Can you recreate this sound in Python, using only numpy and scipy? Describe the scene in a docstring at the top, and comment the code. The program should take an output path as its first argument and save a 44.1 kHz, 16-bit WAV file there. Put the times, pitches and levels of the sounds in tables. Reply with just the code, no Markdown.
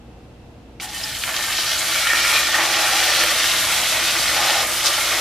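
"""A low kitchen hum is there from the start. Then diced raw chicken is spooned into hot oil in a steel pan.
At the first touch the spoon clinks, the steel rings where spoon and meat rub it, and water flashes to steam:
swarms of short, fading tones make big bubbles sputter under the meat and small ones crackle and fizz.
Spoon knocks ring the pan, steam squirts out as filtered noise, drops spit and large bubbles snap.
Later a fuzzy note of steam sings under the spoon, and a low rumble swells with the second spoonful."""
import sys
import numpy as np
from scipy import signal
from scipy.fft import rfft, irfft, next_fast_len
from scipy.io import wavfile
from scipy.ndimage import map_coordinates

SR = 44100
rng = np.random.default_rng(int(sys.argv[2]) if len(sys.argv) > 2 else 0)


def materialize(psi):
    """Save the field psi as 16-bit PCM at rate SR to the path in sys.argv[1].

    A 1-D psi becomes a single channel; in a 2-D psi each row is a channel.
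    """
    bounded = np.clip(np.atleast_2d(psi).T, -1, 1)
    quanta = np.round(bounded * 32767).astype(np.int16)
    wavfile.write(sys.argv[1], SR, quanta)


N = 229620

# Tone colour of the kitchen background: (frequency [Hz], relative level [dB])
KITCHEN_COLOUR = [(15, -25), (28, -11), (45, -8), (100, -5.5), (150, -10.5), (300, -10), (400, -17),
                  (720, -17), (1000, -25), (2000, -33), (2800, -32.5), (6000, -42.5), (15000, -55.5)]
KITCHEN_DB = -44.5
# Steady tones of an appliance: (frequency [Hz], rms level [dB])
APPLIANCE_HUM = [(59.4, -50), (119, -53.5), (237, -59.5), (473, -57), (2664, -70)]
# How alike left and right are in the room background: (frequency [Hz], likeness [-1 to 1])
ROOM_ALIKE = [(60, 1), (200, 0.96), (500, 0.74), (1000, 0.76), (1700, 0.13), (4000, 0.16), (12000, -0.24)]
# How alike left and right are close to the pan: (frequency [Hz], likeness [-1 to 1])
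CLOSE_ALIKE = [(60, 1.0), (99, 1.0), (160, 1), (270, 0.99), (450, 1), (740, 1), (1220, 1), (2010, 1),
               (3330, 0.95), (5500, 0.52), (9080, 0.1), (15000, -0.41)]

# Ringing modes of the pan with the spoon in it:
# (frequency [Hz], width [Hz], level over a bubble's direct sound [dB], weight when rubbed or knocked [dB])
PAN_MODES = [(338, 14, 9.5, -26), (473, 16, 4, -24), (638, 40, 0, -9), (757, 24, 3.5, -3), (852, 28, 6, -1),
             (1195, 45, 1, -9), (1365, 60, 1, -12), (1470, 50, -4, -12), (1828, 40, -6, 0),
             (2140, 60, 0, -17), (3030, 60, -6, -3), (3320, 170, -3, -12), (3610, 55, -9, -10),
             (3890, 100, -5, -8), (4280, 55, -8, -6), (4520, 70, -7, -8), (5030, 110, -10, -8),
             (5600, 120, -3, -7), (6450, 200, -14, -13), (7200, 180, -14, -11)]
DETUNE = 0.0048  # typical random retuning of a mode by the shifting meat, as a share of its pitch

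# Spoon or meat sliding on the steel; soft meat rings it low, the spoon's edge high:
# (time [s], length before the fall [s], level [dB], pitch [Hz], spread [octaves])
RUBS = [(0.802, 0.33, -45.5, 834, 0.13), (0.79, 0.052, -41.5, 796, 0.25), (0.793, 0.1, -42, 1900, 0.25),
        (0.93, 0.04, -36, 1830, 0.18), (0.92, 0.53, -36, 3700, 0.83), (1.005, 0.25, -50, 1830, 0.2),
        (1.25, 0.75, -35, 2080, 0.5), (1.565, 0.16, -33.5, 5540, 0.12), (1.583, 0.23, -34, 3800, 0.25),
        (2.064, 0.069, -22.5, 1830, 0.24), (2.15, 0.41, -32, 1830, 0.2), (2.535, 0.081, -26.5, 1840, 0.2),
        (2.518, 0.6, -33, 760, 0.4), (2.677, 0.63, -29.5, 1860, 0.48), (3.406, 0.054, -27, 1700, 0.81),
        (4.29, 0.32, -29.5, 2800, 0.83), (4.347, 0.26, -29, 905, 0.69), (4.485, 0.12, -35, 1850, 0.28),
        (4.853, 0.028, -24, 5450, 0.44), (4.92, 0.05, -30, 3400, 0.25), (5.035, 0.064, -33, 3400, 0.27)]
RUB_ATTACK_S, RUB_FALL_DB_PER_S = 0.012, 510
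SLIPS_PER_S = 1800  # a slide is a train of tiny slips
BUNCH_DB, BUNCH_RATE = 2.5, 45  # depth of the slips' bunching, and random points a second
# The meat shuddering on the pan: level at full boil, dB per dB of boil, pitch, spread
SHUDDER_DB, SHUDDER_GROWS, SHUDDER_HZ, SHUDDER_OCTAVES = -41, 0.97, 1090, 0.68

TOUCH_S = 0.7995  # spoon and meat meet the oil
LIFTED_DB, SETTLED_S = -3.5, 1.1  # the first touch is thin, until the meat has settled on the steel

# How hard the oil boils: (time [s], boil [dB], level of the finest spray [dB])
BOIL = [(0.83, -32, -32), (0.88, -35, -43), (1.0, -32, -38), (1.21, -32.5, -34), (1.38, -28.5, -32.5),
        (1.6, -26, -32), (1.8, -24.5, -30.5), (2.05, -23, -28.5), (2.22, -20.5, -29.5), (2.34, -20, -27),
        (2.42, -22, -30), (2.62, -22, -30.5), (3.15, -19.5, -27.5), (3.3, -21, -28.0), (3.7, -21.5, -28),
        (4.2, -22, -29), (4.62, -22, -28), (4.658, -25, -29.5), (4.95, -22.5, -29.5)]
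FULL_BOIL_DB = -21  # the boil once the heap lies in the oil
# Tone colour of the frying: (frequency [Hz], relative level [dB])
FRYING_COLOUR = [(150, -8), (250, -20.5), (330, -11.5), (392, -22), (614, -6.5), (837, -13.5), (913, -10.5),
                 (1200, -2), (1670, -5.5), (1850, -2.5), (2020, -3.5), (3110, 2.5), (12200, -8),
                 (14200, -12), (15500, -34)]
# Wet meat slumps onto fresh oil and the boiling surges:
# (time [s], hold [s], fall [dB per s], big bubbles [dB], small bubbles [dB])
SURGES = [(1.245, 0.11, 29, -42, -42), (1.864, 0.22, 56, -51.5, -31), (2.054, 0.079, 200, -46, -28.5),
          (2.227, 0.11, 145, -36, -25), (2.517, 0.14, 4, -32.5, -28), (4.282, 0.37, 689, -36, -39),
          (4.827, 0.05, 142, -31.5, -38), (5.018, 0.2, 10, -32.5, -37.5)]
SURGE_ATTACK_S = 0.024
SPRAY_RISE_S = 0.042  # the finest spray builds up after the touch
FLURRY_DB, FLURRY_RATE = 0.83, 32  # bubbles come in flurries: basic depth, and random points a second
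# Each size of bubble: level at full boil, then dB per dB of boil
SPUTTER_DB, CRACKLE_DB, FIZZ_DB = -34, -26, -22.5
SPUTTER_GROWS, CRACKLE_GROWS, FIZZ_GROWS = 0.99, 1.02, 1.135
STRAY_DB, STRAY_GROWS = -40, 0.76  # sparse sharp pops of oil
# Juice runs off the spoon and spatters in bright clumps: (time [s], length before the fall [s], level [dB])
SPATTER_CLUMPS = [(1.513, 0.052, -31), (1.563, 0.064, -28), (1.67, 0.046, -30), (3.386, 0.12, -28.5)]
SPATTER_DB = -34.5  # between the clumps, at full boil
SPATTER_ATTACK_S, SPATTER_FALL_DB_PER_S = 0.01, 600

# The spoon knocks against the steel: (time [s], level [dB], pitch [Hz])
KNOCKS = [(0.947, -23, 2900), (1.15, -23, 3080), (2.069, -13, 1850), (2.073, -9, 3100), (2.102, -17, 1840),
          (2.118, -12, 1850), (2.544, -10.5, 1850), (2.602, -14, 1850), (3.237, -14, 1880),
          (4.498, -18, 1900), (4.859, -12.5, 5600), (4.938, -16, 3280)]
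KNOCK_OCTAVES = 0.36  # how far around its own pitch a knock rings the steel
# Steam squirting from under the meat:
# (time of the middle [s], level [dB], pitch [Hz], basic width [Hz], spread in time [s])
JETS = [(1.04, -29, 5130, 250, 0.0062), (1.793, -28.5, 7540, 1200, 0.007), (2.355, -24, 3270, 900, 0.016),
        (3.202, -24, 3620, 1100, 0.013), (4.865, -20, 4370, 1500, 0.015)]
# Single drops that burst: (time [s], level before the trim [dB], pitch [Hz])
SPITS = [(1.237, -14, 1900), (1.277, -16, 1700), (1.29, -14.5, 1450), (1.342, -17, 1810),
         (1.364, -12.5, 3100), (1.39, -17.5, 1300), (1.425, -17.5, 4970), (1.439, -13, 2000),
         (1.484, -19, 1400), (1.586, -15, 1010), (1.716, -13, 2200), (2.368, -12, 2600), (2.551, -11, 1850),
         (3.236, -15, 1830), (4.504, -12, 3300), (4.981, -14, 1180)]
SPIT_TRIM_DB = -7.5
SPIT_CRACK_T60_S, SPIT_SPRAY_T60_S = 0.0064, 0.058  # time to fade by 60 dB
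# Large single bubbles that snap: (time [s], peak level [dB], pitch [Hz])
POPS = [(1.2928, -14, 1400), (1.3448, -15, 1800), (1.3647, -14, 2100), (1.4417, -9, 4500),
        (2.1344, -2.5, 1590), (2.3708, -7, 2650), (2.5534, -9, 1990), (3.0415, -5, 4100),
        (3.2378, -1, 2200), (3.443, -3, 1700), (3.5445, -8, 2000), (4.0293, -7, 1500), (4.509, -7, 3600),
        (4.864, -8, 4000)]
POP_CYCLES = 4.6  # cycles to fade by 60 dB
# Steam in the hollow under the tilted spoon: (time [s], pitch [Hz], level [dB])
HOLLOW = [(1.84, 2250, -55), (1.89, 2246, -33), (2.05, 2290, -32.5), (2.189, 2323, -26), (2.3, 2374, -29),
          (2.37, 2450, -22), (2.41, 2385, -29), (2.48, 2320, -32), (2.54, 2290, -65)]
# Fading of the kitchen's echo: (frequency [Hz], time to fade by 60 dB [s])
WALL_FADE = [(300, 0.42), (3000, 0.12), (12000, 0.07)]
ECHO_DB = -10.0
TOP_HZ = 15138  # highest frequency kept


def amp(db):
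    """Turn decibels into a gain."""
    return 10 ** (np.asarray(db) / 20)


def unit(x):
    """Scale so that the mean of the channels has rms 1."""
    return x / np.sqrt(np.mean(np.atleast_2d(x).mean(0) ** 2) + 1e-20)


def along(points, hz):
    """Read a (frequency, value) table on a logarithmic frequency axis."""
    f, v = np.transpose(points)
    return np.interp(np.log(hz + 1), np.log(f + 1), v)


def filtered(x, response):
    """Filter x by a gain or complex response given as a function of frequency."""
    m = next_fast_len(N + SR // 2, real=True)
    return irfft(rfft(x, m) * response(np.fft.rfftfreq(m, 1 / SR)), m)[..., :N]


def causal(gain):
    """Minimum-phase response with this gain: it starts promptly and never rings ahead of its cause."""
    cepstrum = irfft(np.log(np.maximum(gain, 1e-6)))
    half = len(cepstrum) // 2
    # fold the half before time zero onto the half after it
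    cepstrum[1:half] *= 2
    cepstrum[half + 1:] = 0
    return np.exp(rfft(cepstrum))


def resonance(hz, centre, width):
    """One damped mode, with gain 1 at its centre."""
    return 1j * hz * width / (centre ** 2 - hz ** 2 + 1j * hz * width)


def band(hz, low, high, order=6):
    """Gain of a band-pass; a higher order makes it steeper."""
    low_cut = 1 + (low / (hz + 1)) ** (2 * order)
    high_cut = 1 + (hz / high) ** (2 * order)
    return 1 / np.sqrt(low_cut * high_cut)


def stereo(pair, alike=CLOSE_ALIKE):
    """Mix two signals to left and right, as alike at each frequency as the table says."""
    def mid_and_side_gain(hz):
        likeness = np.clip(along(alike, hz), -.9, .994)
        return np.array([np.ones_like(hz), np.tan(np.arccos(likeness) / 2)])
    mid, side = filtered(pair, mid_and_side_gain)
    return np.array([mid + side, mid - side])


def wobble(rate):
    """A smooth random curve through this many random points a second."""
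    knots = rng.standard_normal(int(N * rate / SR) + 4)
    return map_coordinates(knots, [np.arange(N) * rate / SR])


def swell(start, attack, hold, fall):
    """Gain that rises, then falls in dB per second once the hold, counted from the start, is over."""
    age = np.arange(N) / SR - start
    return np.clip(age / attack, 0, 1) * amp(-fall * np.maximum(age - hold, 0))


def boil(grows):
    """The boil in dB against a full boil, for a layer that grows so many dB per dB."""
    s, db, _ = np.transpose(BOIL)
    return grows * (np.interp(np.arange(N) / SR, s, db) - FULL_BOIL_DB)


def lifted():
    """Loss in dB of crackle and shudder while the spoon still holds the meat off the steel."""
    return np.interp(np.arange(N) / SR, [TOUCH_S, SETTLED_S], [LIFTED_DB, 0])


def kitchen():
    """Diffuse room rumble from filtered noise, with an appliance's hum and faint whine as steady sines."""
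    now = np.arange(N) / SR
    noise = filtered(rng.standard_normal((2, N)), lambda hz: amp(along(KITCHEN_COLOUR, hz)))
    air = unit(stereo(noise, ROOM_ALIKE))
    hum = sum(np.sqrt(2) * amp(db) * np.sin(2 * np.pi * (hz * now + rng.random()))
              for hz, db in APPLIANCE_HUM)
    return amp(KITCHEN_DB) * air + hum


def steel(pitch_hz, octaves):
    """The pan's ring after a contact: modes near the contact's pitch ring most, slightly retuned each time."""
    hz, width, _, db = np.transpose(PAN_MODES)[:, :, None]
    t = np.arange(SR // 8) / SR
    nearness = np.exp(-.5 * (np.log2(hz / pitch_hz) / octaves) ** 2)
    size = amp(db) * np.sqrt(width) * nearness
    tuned = hz * (1 + DETUNE * rng.standard_normal(hz.shape))
    modes = size * np.exp(-np.pi * width * t) * np.cos(2 * np.pi * tuned * t)
    signs = rng.choice([-1, 1], (2, len(PAN_MODES)))  # random polarity on each side
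    return signs @ modes


def slide(level, pitch_hz, octaves):
    """Tiny slips, in uneven bunches, keep the steel ringing."""
    slips = rng.standard_normal((2, N)) * (rng.random(N) < SLIPS_PER_S / SR)
    slips = slips * amp(BUNCH_DB * np.tanh(wobble(BUNCH_RATE)))
    ring = signal.oaconvolve(level * slips, steel(pitch_hz, octaves), axes=1)[:, :N]
    return ring / ring[0].std() * np.sqrt(np.mean(level ** 2))


def rubbing():
    """Boiling meat shudders on the pan from the touch on; each slide of spoon or meat rings it too."""
    touching = np.arange(N) / SR > TOUCH_S
    shudder_level = amp(SHUDDER_DB + boil(SHUDDER_GROWS) + lifted()) * touching
    total = slide(shudder_level, SHUDDER_HZ, SHUDDER_OCTAVES)
    for s, length, db, hz, octaves in RUBS:
        level = amp(db) * swell(s, RUB_ATTACK_S, length, RUB_FALL_DB_PER_S)
        total = total + slide(level, hz, octaves)
    return stereo(total)


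def clink(ring_db=-20, pitch_hz=2300, t60=0.019):
    """The loaded spoon touches down with one short, damped ring."""
    age = np.maximum(np.arange(N) / SR - TOUCH_S, 0)
    return amp(ring_db - 60 * age / t60) * np.sin(2 * np.pi * pitch_hz * age)


def pan(hz):
    """Gain of the pan: the direct sound plus its ringing modes."""
    return np.sqrt(1 + sum(np.abs(amp(db) * resonance(hz, f, w)) ** 2 for f, w, db, _ in PAN_MODES))


def bubbles(level, low_hz, high_hz, rate, cycles, scatter_db):
    """A swarm of bursting bubbles, each a few damped cycles; harder boiling makes more of them."""
    now = np.arange(N) / SR
    when, place, luck, side, strength, flip = rng.random((int(rate * N / SR), 6)).T
    start = (when * N).astype(int)
    hz = low_hz + place * (high_hz - low_hz)
    # share of the possible bubbles that burst
    busy = np.clip(level / np.median(level), .15, 1)
    # flurries stand out more when bubbles are few
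    flare = amp(FLURRY_DB * wobble(FLURRY_RATE) / np.sqrt(busy))
    # many weak bubbles, a few strong ones, of random polarity
    size = flare[start] * amp(scatter_db * np.minimum(-np.log(1 - strength), 5))
    size = size * np.sign(flip - .5) * (luck < busy[start])
    age = np.arange(int(min(cycles * SR / low_hz, 400)))  # in samples
    phase = hz[:, None] * age / SR  # in cycles
    grains = (size * np.sqrt(hz))[:, None] * np.cos(2 * np.pi * phase) * amp(-60 * phase / cycles)
    # each bubble comes from its own direction
    direction = np.sqrt(3) * (2 * side[:, None] - 1)
    spots = (start[:, None] + age).ravel()
    pair = np.array([np.bincount(spots, g.ravel(), N)[:N] for g in (grains, grains * direction)])
    # even out the loudness, so that level alone sets it
    even = pair / np.sqrt(busy)
    colour = lambda f: causal(amp(along(FRYING_COLOUR, f)) * band(f, low_hz, high_hz) * pan(f))
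    return unit(stereo(filtered(even, colour))) * level * (now > TOUCH_S)


def sizzle(seethe_db=0.26, seethe_rate=14):
    """Four sizes of bubble seethe together; surges add larger ones, spatter and stray pops stand out."""
    big, small = 0, 0
    for s, hold, fall, big_db, small_db in SURGES:
        surge = swell(s, SURGE_ATTACK_S, hold, fall)
        big = big + amp(big_db) * surge
        small = small + amp(small_db) * surge
    # slow pockets under the meat
    sputter_level = np.hypot(amp(SPUTTER_DB + boil(SPUTTER_GROWS)), big)
    sputter = bubbles(sputter_level, low_hz=286, high_hz=1155, rate=2000, cycles=1.9, scatter_db=3.0)
    # smaller bubbles at its edges
    crackle_level = np.hypot(amp(CRACKLE_DB + boil(CRACKLE_GROWS) + lifted()), small)
    crackle = bubbles(crackle_level, low_hz=1213, high_hz=2606, rate=3800, cycles=6.3, scatter_db=2.5)
    fizz_level = amp(FIZZ_DB + boil(FIZZ_GROWS))
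    fizz = bubbles(fizz_level, low_hz=2400, high_hz=7280, rate=8500, cycles=6.6, scatter_db=1.0)
    # the finest spray
    s, _, spray_db = np.transpose(BOIL)
    mist_level = amp(np.interp(np.arange(N) / SR, s, spray_db)) * swell(TOUCH_S, SPRAY_RISE_S, 0, 0)
    mist = bubbles(mist_level, low_hz=6650, high_hz=17000, rate=14000, cycles=1.8, scatter_db=0.0)
    clumps = sum(amp(db) * swell(s, SPATTER_ATTACK_S, length, SPATTER_FALL_DB_PER_S)
                 for s, length, db in SPATTER_CLUMPS)
    spatter_level = np.hypot(amp(SPATTER_DB + boil(FIZZ_GROWS)), clumps)
    spatter = bubbles(spatter_level, low_hz=2800, high_hz=6600, rate=1800, cycles=7.3, scatter_db=1.5)
    stray_level = amp(STRAY_DB + boil(STRAY_GROWS))
    strays = bubbles(stray_level, low_hz=795, high_hz=8000, rate=45, cycles=1.9, scatter_db=2.5)
    seethe = amp(seethe_db * wobble(seethe_rate))
    return seethe * (sputter + crackle + fizz + mist) + spatter + strays


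def knocks():
    """The spoon's edge catches on the steel: an abrupt ring that oil and meat soon damp."""
    out = np.zeros((2, N + SR))
    for s, db, hz in KNOCKS:
        ring = steel(hz, KNOCK_OCTAVES)
        out[:, round(s * SR):][:, :ring.shape[1]] += amp(db) * ring / np.abs(ring[0]).max()
    return stereo(out[:, :N])


def jets():
    """Trapped steam escapes through a narrow gap in a short, pitched hiss."""
    now, out = np.arange(N) / SR, np.zeros((2, N))
    for s, db, hz, width, spread in JETS:
        # two wide resonances in a row
        hiss = filtered(rng.standard_normal((2, N)), lambda f: resonance(f, hz, 2.5 * width) ** 2)
        out += amp(db) * unit(hiss) * np.exp(-.5 * ((now - s) / spread) ** 2)
    return stereo(out)


def spits():
    """A drop bursts with a crack and a brief spray of noise, both coloured by the pan's ringing."""
    out, t = np.zeros((2, N)), np.arange(SR // 5) / SR
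    f = np.fft.rfftfreq(len(t), 1 / SR)
    shape = 0.25 * amp(-60 * t / SPIT_CRACK_T60_S) + amp(-60 * t / SPIT_SPRAY_T60_S)
    for s, db, hz in SPITS:
        colour = causal(np.abs(resonance(f, hz, 1.4 * hz)) ** 2 * pan(f))
        colour /= np.sqrt(np.mean(np.abs(colour) ** 2))
        noise = shape * rng.standard_normal((2, len(t)))
        burst = irfft(rfft(noise) * colour, len(t))[:, :N - round(s * SR)]
        out[:, round(s * SR):][:, :len(t)] += amp(db + SPIT_TRIM_DB) * burst
    return stereo(out)


def pops():
    """A large bubble snaps close to the microphone: a few sharply damped cycles."""
    out, t = np.zeros(N), np.arange(SR // 50) / SR
    for s, db, hz in POPS:
        snap = amp(db - 60 * hz * t / POP_CYCLES) * np.cos(2 * np.pi * hz * t)
        out[round(s * SR):][:len(t)] += snap
    return out


def hollow(width_hz=95):
    """Steam sings in a hollow: a fuzzy note climbs as the gap closes, then sinks and dies as it opens."""
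    now = np.arange(N) / SR
    s, hz, db = np.transpose(HOLLOW)
    # slow noise on a sine and a cosine blurs the note
    flutter = filtered(rng.standard_normal((2, 2, N)), lambda f: 1 / (1 + (f / width_hz) ** 3))
    phase = 2 * np.pi * np.cumsum(np.interp(now, s, hz)) / SR
    note = flutter[0] * np.cos(phase) + flutter[1] * np.sin(phase)
    singing = (now > s[0]) * (now < s[-1])
    return amp(np.interp(now, s, db)) * singing * note / note[0].std()


def rumble(start=3.5, hold=0.91, fall=18, level_db=-47):
    """A soft low rumble of filtered noise swells while the second spoonful comes in."""
    low = filtered(rng.standard_normal((2, N)), lambda hz: band(hz, 76, 240, order=3))
    return amp(level_db) * swell(start, 0.082, hold, fall) * unit(stereo(low))


def walls(x):
    """The kitchen's short echo changes as the bubbling moves about the pan; the treble dies first."""
    size = SR // 3  # each third of a second has its own random echo
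    pieces = np.pad(x.mean(0), (0, -N % size)).reshape(-1, size)
    noise = rng.standard_normal((2, len(pieces), size))
    hz, _, z = signal.stft(noise, SR, nperseg=256)
    t = np.linspace(0, size / SR, z.shape[-1])
    fade = amp(-60 * t / along(WALL_FADE, hz)[:, None])
    tails = signal.istft(z * fade, SR, nperseg=256)[1]
    tails = tails / np.linalg.norm(tails, axis=-1, keepdims=True)
    echoes = signal.fftconvolve(pieces[None], tails, axes=-1)
    out = np.zeros((2, N + 2 * SR))
    for k in range(len(pieces)):
        out[:, k * size:][:, :echoes.shape[-1]] += echoes[:, k]
    return stereo(out[:, :N])


def scene():
    """The frying pan in its kitchen."""
    steam = stereo(hollow()) + jets()
    frying = clink() + sizzle() + rubbing() + knocks() + steam + spits() + pops()
    return frying + amp(ECHO_DB) * walls(frying) + kitchen() + rumble()


def record(dry):
    """Keep nothing above the band limit, with a short slope around it."""
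    return filtered(dry, lambda hz: np.clip((TOP_HZ - hz) / 300 + .5, 0, 1))


dry = scene()
out = record(dry)
materialize(out)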